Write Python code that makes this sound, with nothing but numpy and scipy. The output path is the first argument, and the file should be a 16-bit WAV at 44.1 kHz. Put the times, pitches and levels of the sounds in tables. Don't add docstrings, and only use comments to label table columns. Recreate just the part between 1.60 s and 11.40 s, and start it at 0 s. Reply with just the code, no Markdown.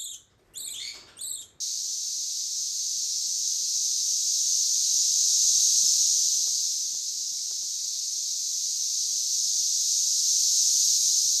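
import sys
import numpy as np
from scipy import signal
from scipy.fft import rfft, irfft
from scipy.io import wavfile
from scipy.ndimage import uniform_filter1d

SR = 44100
rng = np.random.default_rng(int(sys.argv[2]) if len(sys.argv) > 2 else 0)


def dump_mix(stems):
    frames = np.atleast_2d(stems).T
    limited = np.clip(frames, -1, 1)
    pcm = np.round(limited * 32767).astype(np.int16)
    wavfile.write(sys.argv[1], SR, pcm)


N = 432180

# crest_s, swell_s, crest_level_db, overtone_rise_db (above its lull)
CHORUS_WAVES = [(-1.19, 3.5, -20, 3), (4.08, 3.7, -21.2, 2.1), (9.14, 3.1, -21.7, 3.5)]
TREES, SINGERS = 12, 25


def gain_of(db):
    return 10 ** (np.asarray(db) / 20)


def evened(x):
    return x / np.sqrt(np.mean(x ** 2) + 1e-20)


def read(points, hz):
    point_hz, value_db = np.transpose(points)
    return np.interp(np.log(hz + 1), np.log(point_hz + 1), value_db)


def tymbals(clicks_per_s, spread_db, bout_s, bout_db):
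    rate, near, bout, phase = rng.random((4, SINGERS, 1))
    gap, size = rng.standard_normal((2, SINGERS, 4000))
    singer_rate = clicks_per_s * (.8 + .4 * rate)
    click_s = np.cumsum(np.exp(.3 * gap), 1) / singer_rate
    bout_cycles = click_s / (bout_s * (.5 + bout)) + phase
    loud_db = spread_db * near + bout_db * np.sin(2 * np.pi * bout_cycles)
    clicks = np.sign(size) * gain_of(loud_db)
    heard = click_s < N / SR
    return np.bincount((click_s[heard] * SR).astype(int), clicks[heard], N)


def leaves(x, t60, rise_s, direct_db):
    size = SR // 5
    t = np.arange(size) / SR
    moments = np.pad(x, (0, -N % size)).reshape(-1, size)
    envelope = gain_of(-60 * t / t60) * (1 - np.exp(-t / rise_s))
    tails = rng.standard_normal(moments.shape) * envelope
    tails /= np.linalg.norm(tails, axis=1, keepdims=True)
    smeared = irfft(rfft(moments, 2 * size) * rfft(tails, 2 * size))
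    smeared[1:, :size] += smeared[:-1, size:]
    return gain_of(direct_db) * x + smeared[:, :size].ravel()[:N]


def wave(t, crest_s, swell_s):
    fade_s, swell_bend, fade_bend = 1.3, 1.3, 1.7
    swell = np.clip(1 - (crest_s - t) / swell_s, 0, 1) ** swell_bend
    return swell * (1 - np.clip((t - crest_s) / fade_s, 0, 1) ** fade_bend)


def level(t):
    lull_db = -31.0
    return lull_db + sum((db - lull_db) * wave(t, s, swell_s) for s, swell_s, db, _ in CHORUS_WAVES)


def chorus():
    # (per Hz, relative)
    song_colour = [(1200, -64), (1800, -46.5), (3010, -29.5), (3950, -10.5), (5450, -3.5), (6260, 2),
                   (6750, -1), (7670, -13), (8610, -14.5), (9700, -33.5), (11000, -24.5), (12500, -24.5),
                   (14100, -39.5), (15200, -39.5)]
    # pitch_hz, lift_db
    trough_lift = [(1500, 11), (3000, 3.5), (4500, 6), (6300, 3), (8500, 3.5), (12000, 6.5), (15000, 6)]
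    crest_db, trough_db = -22, -31
    overtone_lull_db, overtone_lag_s = -1.2, .15

    clicks = np.zeros(N)
    for _ in range(TREES):
        tree = tymbals(clicks_per_s=220, spread_db=7.5, bout_s=.4, bout_db=2)
        clicks += leaves(tree, t60=.12, rise_s=0.0031, direct_db=-3.5)

    hz, t, spectrum = signal.stft(clicks, SR, nperseg=512, noverlap=384)
    hz = hz[:, None]
    overtone_db = overtone_lull_db + sum(db * wave(t - overtone_lag_s, s, swell_s)
                                         for s, swell_s, _, db in CHORUS_WAVES)
    overtone_band = np.clip((hz - 9000) / 1200, 0, 1)
    crest = np.clip((level(t) - trough_db) / (crest_db - trough_db), 0, 1)
    colour_db = read(song_colour, hz) + (1 - crest) * read(trough_lift, hz) + overtone_db * overtone_band
    colour = gain_of(colour_db) / np.linalg.norm(gain_of(colour_db), axis=0)

    patches = uniform_filter1d(rng.standard_normal(spectrum.shape), 7, 0)
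    patches = uniform_filter1d(patches, 30, 1)
    coloured = spectrum * colour * gain_of(0.58 * evened(patches))
    song = evened(signal.istft(coloured, SR, nperseg=512, noverlap=384)[1][:N])
    return song * gain_of(level(np.arange(N) / SR))


def air():
    # (per Hz, relative)
    air_colour = [(20, -9), (60, -4.5), (140, -4), (180, 2), (220, -1.5), (306, -4.5), (600, -8),
                  (1350, -9.5), (2500, -12.5), (16000, -22)]
    hz, t, spectrum = signal.stft(rng.standard_normal(N), SR, nperseg=1024, noverlap=768)
    lumps = evened(uniform_filter1d(rng.standard_normal(len(t)), 4))
    lumps_db = 2.8 * lumps * np.exp(-hz / 500)[:, None]
    spectrum = spectrum * gain_of(read(air_colour, hz)[:, None] + lumps_db)
    bed = evened(signal.istft(spectrum, SR, nperseg=1024, noverlap=768)[1][:N])
    return gain_of(-70) * bed


def ring(modes, rise_s):
    t = np.arange(4000) / SR
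    tones = sum(gain_of(db - 60 * t / t60) * np.sin(2 * np.pi * hz * t) for hz, db, t60 in modes)
    return tones * (1 - np.exp(-t / rise_s))


def fidgets():
    count, thud_db, tick_db, spread_db, contact_ms = 11, -62, -69, 2.5, .7
    when = rng.random(count)
    chance = rng.standard_normal((count, 2))
    return [(.01 + s * (N / SR - .2), thud_db + spread_db * a, tick_db + spread_db * b, contact_ms)
            for s, (a, b) in zip(when, chance)]


def grip():
    # contact_s, thud_db, tick_db, contact_ms
    shifts = [(0.22, -59, -68, 0.6), (0.9974, -55, -60, 0.7), (1.3741, -54.5, -64, 0.5),
              (1.68, -53, -61, 0.6), (1.7704, -58, -55.5, 0.5), (2.03, -51.5, -55, 0.5),
              (3.486, -57, -55, 0.8), (3.509, -50, -53, 0.6), (3.6513, -57, -65, 0.3),
              (3.911, -72, -46.5, 1.5), (4.1441, -54, -61, 1.1), (4.2344, -42, -42.5, 0.96),
              (4.662, -52, -51, 1.4), (4.73, -72, -55, 1.3), (4.8755, -53, -44, 0.36),
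              (5.331, -55, -60, 1.1), (5.346, -54, -47.5, 0.35), (5.3588, -66, -57, 0.6),
              (5.7152, -55, -56, 0.8), (5.743, -66, -55.5, 0.3), (5.9133, -54, -45, 0.25),
              (6.0276, -57, -50.5, 0.38), (6.9433, -58, -64, 0.6), (7.8305, -54, -62, 1.1),
              (7.8623, -50, -48, 1.1), (8.294, -56, -65, 1.1), (8.8278, -60, -62, 0.3),
              (9.146, -57, -59, 0.6)]
    # pitch_hz, level_db, t60_s
    shell_modes = [(189, -1, 0.038), (290, -0.5, 0.029), (477, -3.5, 0.014)]
    # pitch_hz, level_db, t60_s
    joint_modes = [(556, 3, 0.008), (406, -11.5, .03), (880, 4.5, 0.0046), (1370, 0, 0.0055),
                   (1900, -13, .004)]
    thud = ring(shell_modes, rise_s=0.00043)
    tick = ring(joint_modes, rise_s=.0001)
    tick = signal.lfilter(*signal.butter(2, 280, "high", fs=SR), tick)

    out = np.zeros(N)
    t = np.arange(-100, 101) / SR
    for s, thud_db, tick_db, contact_ms in [*shifts, *fidgets()]:
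        contact_s = max(contact_ms, .05) / 1000
        push = np.exp(-.5 * (4 * t / contact_s) ** 2)
        sound = gain_of(thud_db) * thud + gain_of(tick_db) * tick
        pressed = np.convolve(sound, push / push.sum())[:len(sound)]
        out[int((s + t[0]) * SR):][:len(sound)] += pressed
    return out


def twig():
    # start_s, level_db, pitch_hz, t60_s
    snaps = [(5.7848, -46, 2290, 0.017)]
    out = np.zeros(N)
    for s, db, hz, t60 in snaps:
        snap = ring([(hz, db, t60)], rise_s=.002)
        out[int(s * SR):][:len(snap)] += snap
    return out


def scene():
    return (chorus() + air() + grip() + twig())[None]


def record(dry):
    bass_cut_hz, edge_hz, noise_db = 110, 15310, -90.5
    thin = signal.sosfilt(signal.butter(4, bass_cut_hz, "high", fs=SR, output="sos"), dry)
    noise = signal.lfilter([1], [1, -np.exp(-2 * np.pi * 120 / SR)], rng.standard_normal(N))
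    heard = thin + gain_of(noise_db) * evened(noise)
    band_limit = signal.firwin(1023, edge_hz, window=("kaiser", 9), fs=SR)
    return signal.oaconvolve(heard, band_limit[None], "same")


dry = scene()
out = record(dry)
dump_mix(out)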